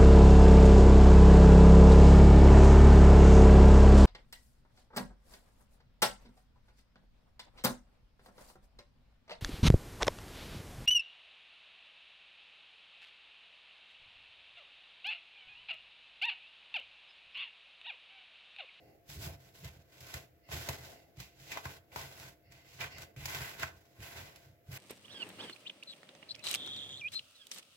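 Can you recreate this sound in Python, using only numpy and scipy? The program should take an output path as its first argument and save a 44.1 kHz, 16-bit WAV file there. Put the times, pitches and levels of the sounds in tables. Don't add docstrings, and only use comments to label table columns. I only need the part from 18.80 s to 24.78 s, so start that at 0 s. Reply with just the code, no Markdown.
import sys
import numpy as np
from scipy import signal
from scipy.fft import rfft, irfft, next_fast_len
from scipy.io import wavfile
from scipy.ndimage import uniform_filter1d

SR = 44100
rng = np.random.default_rng(int(sys.argv[2]) if len(sys.argv) > 2 else 0)


def transcribe(signal):
    frames = np.atleast_2d(signal).T
    limited = np.clip(frames, -1, 1)
    pcm = np.round(limited * 32767).astype(np.int16)
    wavfile.write(sys.argv[1], SR, pcm)


N = 263629
TIME = np.arange(N) / SR
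HAND_TIME = TIME[::64]
FFT_SIZE = next_fast_len(N + SR // 2, real=True)
FREQS = np.maximum(np.arange(FFT_SIZE // 2 + 1) * SR / FFT_SIZE, 1)

# f/Hz, relative spectral density/dB
BACKGROUND_SPECTRUM = [(20, -27.5), (40, -2), (110, 1), (190, -5), (250, -8), (320, -0.5), (420, -5.5),
                       (560, -3), (740, -13), (950, -22.5), (1400, -16), (2100, -14), (3300, -23.5),
                       (7000, -29.5), (15500, -18.5)]
# f/Hz, level/dB
HUM_TONES = [(688.4, -78.5), (314.05, -81.5), (489.8, -86.5)]
# f/Hz, T60/s
ROOM_T60 = [(100, 0.11), (600, 0.36), (2000, 0.224), (6000, 0.167), (15000, 0.267)]
# f/Hz, correlation coefficient
CORRELATION = [(60, 0.86), (140, 0.44), (290, 0.74), (640, 0.479), (1400, 0.099), (3100, -0.229),
               (7000, -0.015), (15000, -0.034)]
# f/Hz, left minus right/dB
BOWL_BALANCE = [(100, -1.5), (450, -.6), (850, 1.8), (1250, 2.2), (2000, -2.4), (4500, -1.6), (13000, -2.2)]
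# f/Hz, gain/dB
MIC_RESPONSE = [(20, -33), (45, 4), (7800, -0.5), (8400, -11.5), (8900, -10), (9800, -5), (11200, 0.5),
                (16000, 0.5)]

# f/Hz, gain/dB, T60/s
ROCKING_MODES = [(61.1, -4, 0.1184), (85.5, 1, 0.1924), (131.67, 3, 0.174), (189.3, -5.5, 0.0535),
                 (296, -12, 0.0982), (447, -12, 0.0287)]
# f/Hz, width/Hz, gain/dB
WALL_RESONANCES = [(672, 47.5, 8), (815.4, 23.4, 4), (897.4, 19.5, 5), (1060.1, 13.4, 9.5),
                   (1250, 13, -8.5), (1515.3, 108, 10), (2020, 113, 9), (2420, 126, 5.5), (2667, 77, 3)]
# f/Hz, width/Hz, gain/dB
SLIDE_RESONANCES = [(2052, 215, 1), (2724, 256, -3.5), (4555, 455, -8), (5275, 340, -11.5)]
# f/Hz, relative spectral density/dB
CLACK_SPECTRUM = [(120, -21.5), (400, -5.5), (900, 6), (1500, 0), (2500, 7), (4000, -6.5), (9000, -34)]
# f/Hz, relative spectral density/dB
CRUNCH_SPECTRUM = [(300, -12), (2000, -1.5), (4500, 2), (7800, 1), (11000, -2.5), (16000, -4.5)]
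# f/Hz, relative spectral density/dB
RUB_SPECTRUM = [(120, -8.5), (260, -3), (420, 1), (620, 0), (780, -1.5), (1000, -26.5), (2000, -25)]
# f/Hz, relative spectral density/dB
SCRAPE_SPECTRUM = [(250, -30), (550, -18), (900, -2.5), (1300, -8.5), (2200, -3), (3200, -4), (5000, -14),
                   (9000, -35.5)]
# f/Hz, relative spectral density/dB
MEAL_SPECTRUM = [(4000, -26), (8000, 0), (11500, -1), (16000, -4)]
# f/Hz, relative spectral density/dB
CRUMB_SPECTRUM = [(200, -20), (500, -11), (1200, -8), (2500, 1.5), (4200, 3), (6000, 2), (7800, -1.5),
                  (10000, -9.5), (12000, -10), (16000, -8)]

# t/s, hold/s, level/dB
FINGER_SLIDES = [(-0.03, 0.1, -75), (1.609, 0.064, -70), (2.116, 0.0414, -69), (2.447, 0.055, -76),
                 (3.622, 0.234, -71.5), (4.091, 0.04, -54)]
# t/s, thump/dB, clack/dB, clack f/Hz, crunch/dB
FINGER_KNOCKS = [(0.288, -62, -69, 680, -58.5), (0.366, -48, -61.5, 1470, -63),
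                 (0.463, -43.5, -48, 676, -51), (0.845, -46.5, -61, 1950, -46.5),
                 (1.205, -60, -61.5, 1980, -48.5), (1.339, -49, -40.5, 1460, -38),
                 (1.688, -54.5, -53, 638, -65), (1.714, -54, -45.5, 640, -49.5),
                 (1.887, -41.5, -34, 634, -31), (2.369, -53.5, -65.5, 540, -60.5),
                 (2.4, -52.5, -68.5, 1990, -42.5), (2.717, -78, -38.5, 2400, -43.5),
                 (2.771, -74, -33.5, 965, -43), (2.853, -44.5, -35.5, 1187, -43),
                 (3.117, -63.5, -55.5, 2550, -76), (3.159, -52, -36.5, 770, -42),
                 (3.193, -57, -46.5, 900, -45.5), (3.397, -60, -55, 540, -47.5),
                 (3.72, -66, -57.5, 2200, -54.5), (4.009, -56, -35, 2420, -47.5),
                 (4.04, -63.5, -38.5, 1390, -50), (4.182, -57, -50, 1560, -46),
                 (4.219, -55, -49.5, 2824, -46), (4.362, -50, -56, 2020, -60),
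                 (4.455, -52.5, -40, 1935, -31.5), (4.546, -60, -36.5, 1720, -38),
                 (4.605, -47.5, -39, 1490, -51.5), (4.795, -55.5, -51, 1160, -42.5),
                 (4.831, -47.5, -28, 1357, -42), (5.203, -52.5, -54.5, 2560, -57),
                 (5.558, -68, -54.5, 2080, -50.5)]
# t/s, hold/s, level/dB
PALM_PRESSES = [(-0.02, 0.1655, -66), (0.434, 0.047, -58.5), (1.32, 0.039, -59), (1.713, 0.046, -55),
                (1.87, 0.0175, -48), (2.045, 0.0705, -60), (2.146, 0.1346, -69), (4.079, 0.216, -66.5)]
# t/s, hold/s, level/dB
HEEL_SHOVES = [(0.01, 0.077, -72), (0.279, 0.032, -58.5), (0.346, 0.1656, -52), (0.531, 0.116, -66.5),
               (0.782, .03, -63), (0.82, 0.0347, -51.5), (0.957, 0.019, -61), (1.199, 0.037, -62),
               (1.346, 0.0123, -54.5), (1.486, 0.052, -70.5), (1.725, 0.0465, -47), (1.982, 0.044, -57),
               (2.37, 0.0305, -57), (2.592, 0.0177, -61.5), (2.951, 0.039, -67), (3.226, 0.0286, -56.5),
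               (3.436, 0.0206, -59.5), (3.649, 0.098, -67.5), (3.931, 0.031, -64), (3.989, 0.039, -54),
               (4.136, 0.072, -59.5), (4.361, 0.077, -52.5), (4.54, 0.074, -53), (4.887, 0.076, -65),
               (5.182, 0.0197, -54), (5.348, 0.064, -56.5), (5.648, 0.0453, -62.5), (5.878, 0.046, -49.5)]
# t/s, rise/s, hold/s, release/s (negative: keeps growing), crumbling/dB,
# swell over the hold/dB, scraping re crumbling/dB, scraping f/Hz, meal re crumbling/dB
FINGER_SWEEPS = [(0.268, 0.0301, 0.0626, 0.1, -57.5, -2, -4, 1840, 0),
                 (0.368, 0.0613, 0.0328, 0.0784, -50.5, -2.5, -2, 1250, 1.5),
                 (0.464, 0.0348, 0.051, 0.0174, -67, -2, 5, 1000, -9),
                 (0.586, 0.0186, 0.091, 0.1, -72, -2.5, 0, 1300, -1),
                 (0.711, 0.0434, 0.0656, 0.0742, -66.5, -2, -1.5, 1710, 1),
                 (0.818, 0.0322, 0.0265, 0.0577, -56, -5, 4.5, 1920, -2),
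                 (0.899, 0.029, 0.0966, 0.02, -72.5, -5, 1, 1500, -3.5),
                 (1.04, 0.1172, 0.2211, 0.0766, -68, 13, 1, 1610, -2),
                 (1.695, 0.0322, 0.2096, 0.1515, -48.5, -7.5, 1, 1320, -2),
                 (1.965, 0.0733, 0.0602, 0.1579, -60.5, -0.5, 1, 1190, -1.5),
                 (2.358, 0.0287, 0.0315, 0.12, -61.5, 2.5, 1, 2350, -5),
                 (2.522, 0.084, 0.204, 0.04, -64.5, 5, -2.5, 1706, -4),
                 (2.68, 0.0386, 0.0162, 0.0282, -47.5, -2.5, 3.5, 2140, -9),
                 (2.739, 0.0186, 0.0091, 0.0543, -60, -0.5, 11.5, 950, -14),
                 (2.814, 0.0376, 0.1216, 0.0226, -56.5, -7, 3.5, 1152, -1),
                 (3.121, 0.0426, 0.1093, 0.1134, -53.5, -6, 3, 1186, -0.5),
                 (3.233, 0.152, 0.102, 0.0714, -57.5, -5.5, 1.5, 1296, -1),
                 (3.703, 0.014, 0.109, 0.11, -68, -7, 5.5, 2000, -4),
                 (3.815, 0.0735, 0.0856, .06, -65.5, 2.5, -2, 2000, -5),
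                 (3.99, 0.0181, 0.0538, 0.0412, -49, -4.5, 8.5, 1755, -6),
                 (4.04, 0.073, 0.064, 0.1, -63.5, -1, 2, 1900, -18.5),
                 (4.16, 0.0403, 0.0351, 0.0352, -59.5, 1.5, 2.5, 1350, -2.5),
                 (4.361, .005, 0.086, 0.0731, -65, 7, 6, 2150, -0.5),
                 (4.441, 0.0578, 0.1977, 0.1516, -49.5, -5.5, 5, 1628, 0),
                 (4.755, 0.0473, 0.0283, 0.072, -54, 5, 7, 1550, -5),
                 (4.85, 0.088, 0.24, 0.05, -75.5, -7, -2, 1400, -1),
                 (5.177, 0.054, 0.043, 0.1635, -58, -1, 5, 1806, 1.5),
                 (5.207, 0.168, 0.094, 0.1769, -58, -4.5, 5, 1166, -1.5),
                 (5.546, 0.017, 0.1, 0.1152, -73.5, 0, 1, 1600, -2),
                 (5.879, 0.0441, 0.041, -4.4, -57, 0.5, 3, 1650, 2)]

SLIDE_RISE_S, SLIDE_RELEASE_S = 0.037, 0.117
PRESS_RISE_S, PRESS_RELEASE_S = 0.0146, 0.095
SHOVE_RISE_S, SHOVE_RELEASE_S = 0.01274, 0.092
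TRICKLE_DB, TRICKLE_RELEASE_S = -24, 0.279
REST_CRUMBLE_DB, REST_SCRAPE_DB, REST_MEAL_DB = -91.5, -86.5, -96
REFERENCE_DB, REFERENCE_HZ = -58, 1300
RUB_DB, RUB_DB_PER_DB, RUB_DB_PER_OCTAVE = -62.5, 0.661, -6
TREMBLE_DB, TREMBLE_DB_PER_DB = -67.5, 0.504


def from_db(db):
    return np.exp(np.asarray(db) * (np.log(10) / 20))


def rms_one(x):
    return x / np.sqrt(np.mean(x ** 2) + 1e-20)


def at_hz(points, hz=FREQS):
    table_hz, values = np.transpose(points)
    return np.interp(np.log(hz), np.log(table_hz), values)


def filtered(x, gain):
    return irfft(rfft(x, FFT_SIZE) * gain, FFT_SIZE)[..., :N]


def resonance(offset, width):
    return 1 / (1 + (2 * offset / width) ** 2)


def drift(per_s):
    return rms_one(np.interp(TIME * per_s, np.arange(N), rng.standard_normal(N)))


def stereo(pair, colour_db):
    alike = np.clip(at_hz(CORRELATION), -.99, .99)
    mid, side = filtered(pair, from_db(colour_db) * np.sqrt([1 + alike, 1 - alike]))
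    return rms_one(np.array([mid + side, mid - side]))


def noise(colour_db):
    return stereo(rng.standard_normal((2, N)), colour_db)


def background(level_db):
    return from_db(level_db) * noise(at_hz(BACKGROUND_SPECTRUM))


def appliance_hum(waver_db, wander_rad):
    side_phase_rad = np.array([[0], [.7]])
    out = np.zeros((2, N))
    for hz, db in HUM_TONES:
        phase = 2 * np.pi * hz * TIME + wander_rad * drift(per_s=14)
        amplitude = np.sqrt(2) * from_db(db + waver_db * drift(per_s=12))
        out += amplitude * np.sin(phase + side_phase_rad)
    return out


def reverberation(x, gap_s):
    t = TIME[:SR // 2]
    edges_hz = np.geomspace(220, 17000, 7)
    response = np.zeros((2, len(t)))
    for low, high in zip(edges_hz, edges_hz[1:]):
        bandpass = signal.butter(2, [low, high], "band", fs=SR, output="sos")
        band = signal.sosfilt(bandpass, rng.standard_normal((2, len(t))))
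        response += band * np.exp(-np.log(1000) * t / at_hz(ROOM_T60, np.sqrt(low * high)))
    response = rms_one(response * (t > gap_s)) / np.sqrt(len(t))
    return filtered(x, rfft(response, FFT_SIZE))


def wall_db():
    return sum(db * resonance(FREQS - hz, width) for hz, width, db in WALL_RESONANCES)


def wall_patch(x, pitch_hz, depth_db, bands=5):
    centres_hz = np.geomspace(520, 4000, bands)
    spectrum = rfft(x, FFT_SIZE)
    octaves = np.log2(np.maximum(pitch_hz, 1))
    out, power = 0, 0
    for hz, share in zip(centres_hz, np.eye(bands)):
        band = irfft(spectrum * at_hz(np.column_stack([centres_hz, share])), FFT_SIZE)[:, :N]
        gain = 1 + (from_db(depth_db) - 1) * resonance(octaves - np.log2(hz), width=1) ** 2
        out += gain * band
        power += gain ** 2 * np.mean(band * x)
    return out / np.sqrt(power)


def rocking_bowl(force):
    out = np.zeros(N)
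    for k, (hz, db, t60) in enumerate(ROCKING_MODES):
        radius, angle = from_db(-60 / (t60 * SR)), 2 * np.pi * hz / SR
        ring = signal.lfilter([1, -1], [1, -2 * radius * np.cos(angle), radius ** 2], force + 1e-18)
        out += (-1) ** k * from_db(db) * ring
    return out


def gesture(start_s, rise_s, hold_s, release_s, swell_db=0):
    t = HAND_TIME - start_s - rise_s
    decades_down = np.maximum(-t, 0) / rise_s + np.maximum(t - hold_s, 0) / release_s
    return from_db(swell_db * np.clip(t / hold_s, 0, 1) - 20 * np.minimum(decades_down, 10))


def slides():
    colour = sum(from_db(db) * resonance(FREQS - hz, width) for hz, width, db in SLIDE_RESONANCES)
    gain = sum(from_db(db) * gesture(start_s, SLIDE_RISE_S, hold_s, SLIDE_RELEASE_S)
               for start_s, hold_s, db in FINGER_SLIDES)
    return noise(20 * np.log10(colour)) * np.interp(TIME, HAND_TIME, gain)


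def blows(onsets, level_db, decay_s, snap_db, snap_s):
    power = np.zeros(N)
    power[onsets] = from_db(level_db) ** 2
    tail, snap = [signal.lfilter([1], [1, -np.exp(-2 / (tau * SR))], power + 1e-20)
                  for tau in (decay_s, snap_s)]
    return np.sqrt(tail + from_db(snap_db) ** 2 * snap)


def knocks(delay_s=.0015):
    start_s, thump_db, clack_db, clack_hz, crunch_db = np.transpose(FINGER_KNOCKS)
    onsets = np.round((start_s + delay_s) * SR).astype(int)
    force = np.zeros(N)
    force[onsets] = from_db(thump_db)
    force = signal.sosfilt(signal.butter(1, 400, fs=SR, output="sos"), force)
    latest_knock = np.maximum(np.searchsorted(start_s, TIME) - 1, 0)
    clack = wall_patch(noise(at_hz(CLACK_SPECTRUM) + wall_db()), clack_hz[latest_knock], depth_db=16.0)
    clack *= blows(onsets, clack_db, decay_s=0.007, snap_db=0.5, snap_s=0.00085)
    crunch = noise(at_hz(CRUNCH_SPECTRUM))
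    crunch *= blows(onsets, crunch_db, decay_s=0.0062, snap_db=0.0, snap_s=0.00078)
    return rocking_bowl(force) + clack + crunch


def sweeps():
    crumble, scrape, meal = from_db([REST_CRUMBLE_DB, REST_SCRAPE_DB, REST_MEAL_DB]) ** 2
    pitch_sum = scrape * REFERENCE_HZ
    for start_s, rise_s, hold_s, release_s, db, swell_db, on_wall_db, hz, fine_db in FINGER_SWEEPS:
        sweep = gesture(start_s, rise_s, hold_s, release_s, swell_db)
        trickle = from_db(TRICKLE_DB) * gesture(start_s, rise_s, hold_s, TRICKLE_RELEASE_S, swell_db)
        power = (from_db(db) * np.maximum(sweep, trickle)) ** 2
        on_wall = power * from_db(on_wall_db) ** 2
        crumble += power
        meal += power * from_db(fine_db) ** 2
        scrape += on_wall
        pitch_sum += on_wall * hz
    crumble_db, scrape_db, meal_db = 10 * np.log10([crumble, scrape, meal])
    return crumble_db, scrape_db, meal_db, pitch_sum / scrape


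def hand():
    crumble_db, scrape_db, meal_db, scrape_hz = sweeps()
    pitch_tilt_db = RUB_DB_PER_OCTAVE * np.log2(scrape_hz / REFERENCE_HZ)
    rub = from_db(RUB_DB + RUB_DB_PER_DB * (scrape_db - REFERENCE_DB) + pitch_tilt_db) ** 2
    rub += sum((from_db(db) * gesture(start_s, PRESS_RISE_S, hold_s, PRESS_RELEASE_S)) ** 2
               for start_s, hold_s, db in PALM_PRESSES)
    tremble = from_db(TREMBLE_DB + TREMBLE_DB_PER_DB * (crumble_db - REFERENCE_DB)) ** 2
    tremble += sum((from_db(db) * gesture(start_s, SHOVE_RISE_S, hold_s, SHOVE_RELEASE_S)) ** 2
                   for start_s, hold_s, db in HEEL_SHOVES)
    controls = 10 * np.log10(tremble), 10 * np.log10(rub), scrape_db, scrape_hz, crumble_db, meal_db
    return [np.interp(TIME, HAND_TIME, control) for control in controls]


def fractures(per_s, spread_db, scatter_s, spots=4):
    sizes = from_db(spread_db * np.minimum(rng.exponential(1, N), 4))
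    clicks = (rng.random(N) < per_s / SR) * sizes * rng.choice([-1, 1], N)
    spot = rng.integers(0, spots, N)
    t = TIME[:1024]
    spectra = rfft(rng.standard_normal((spots, 2, len(t))) * np.exp(-t / scatter_s))
    paths = irfft(spectra / (np.abs(spectra) + 1e-12))
    return sum(signal.oaconvolve((clicks * (spot == k))[None], paths[k], axes=1)[:, :N]
               for k in range(spots))


def stirring():
    tremble_db, rub_db, scrape_db, scrape_hz, crumble_db, meal_db = hand()
    clumps, wall = drift(per_s=70), wall_db()
    crumbs = stereo(fractures(per_s=3600, spread_db=3.5, scatter_s=0.00223), at_hz(CRUMB_SPECTRUM))
    crumbs *= from_db(crumble_db + 4.0 + 1.2 * clumps)
    meal = noise(at_hz(MEAL_SPECTRUM)) * from_db(meal_db + 2.0 + 1.48 * clumps)
    wall_clicks = fractures(per_s=3000, spread_db=3.0, scatter_s=0.00491)
    scrape = wall_patch(stereo(wall_clicks, at_hz(SCRAPE_SPECTRUM) + wall), scrape_hz, depth_db=6)
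    scrape *= from_db(scrape_db + .5 + 2.0 * clumps)
    rub = noise(at_hz(RUB_SPECTRUM) + wall) * from_db(rub_db + 1.23 * clumps)
    tremble = rocking_bowl(rng.standard_normal(N))
    tremble /= np.sqrt(uniform_filter1d(tremble ** 2, size=1500) + 1e-12)
    return crumbs + meal + scrape + rub + tremble * from_db(tremble_db)


def scene():
    balance = from_db(at_hz(BOWL_BALANCE) * np.array([[.5], [-.5]]))
    direct = filtered(stirring() + knocks() + slides(), balance)
    floor = background(level_db=-71.0)
    room = from_db(-12) * reverberation(direct, gap_s=0.004937)
    return direct + room + floor + appliance_hum(waver_db=0.5, wander_rad=1.0)


def record(dry):
    cutoff_hz = 15950
    lowpass = 1 / np.sqrt(1 + (FREQS / cutoff_hz) ** 200)
    return filtered(dry, from_db(at_hz(MIC_RESPONSE)) * lowpass)


dry = scene()
out = record(dry)
transcribe(out)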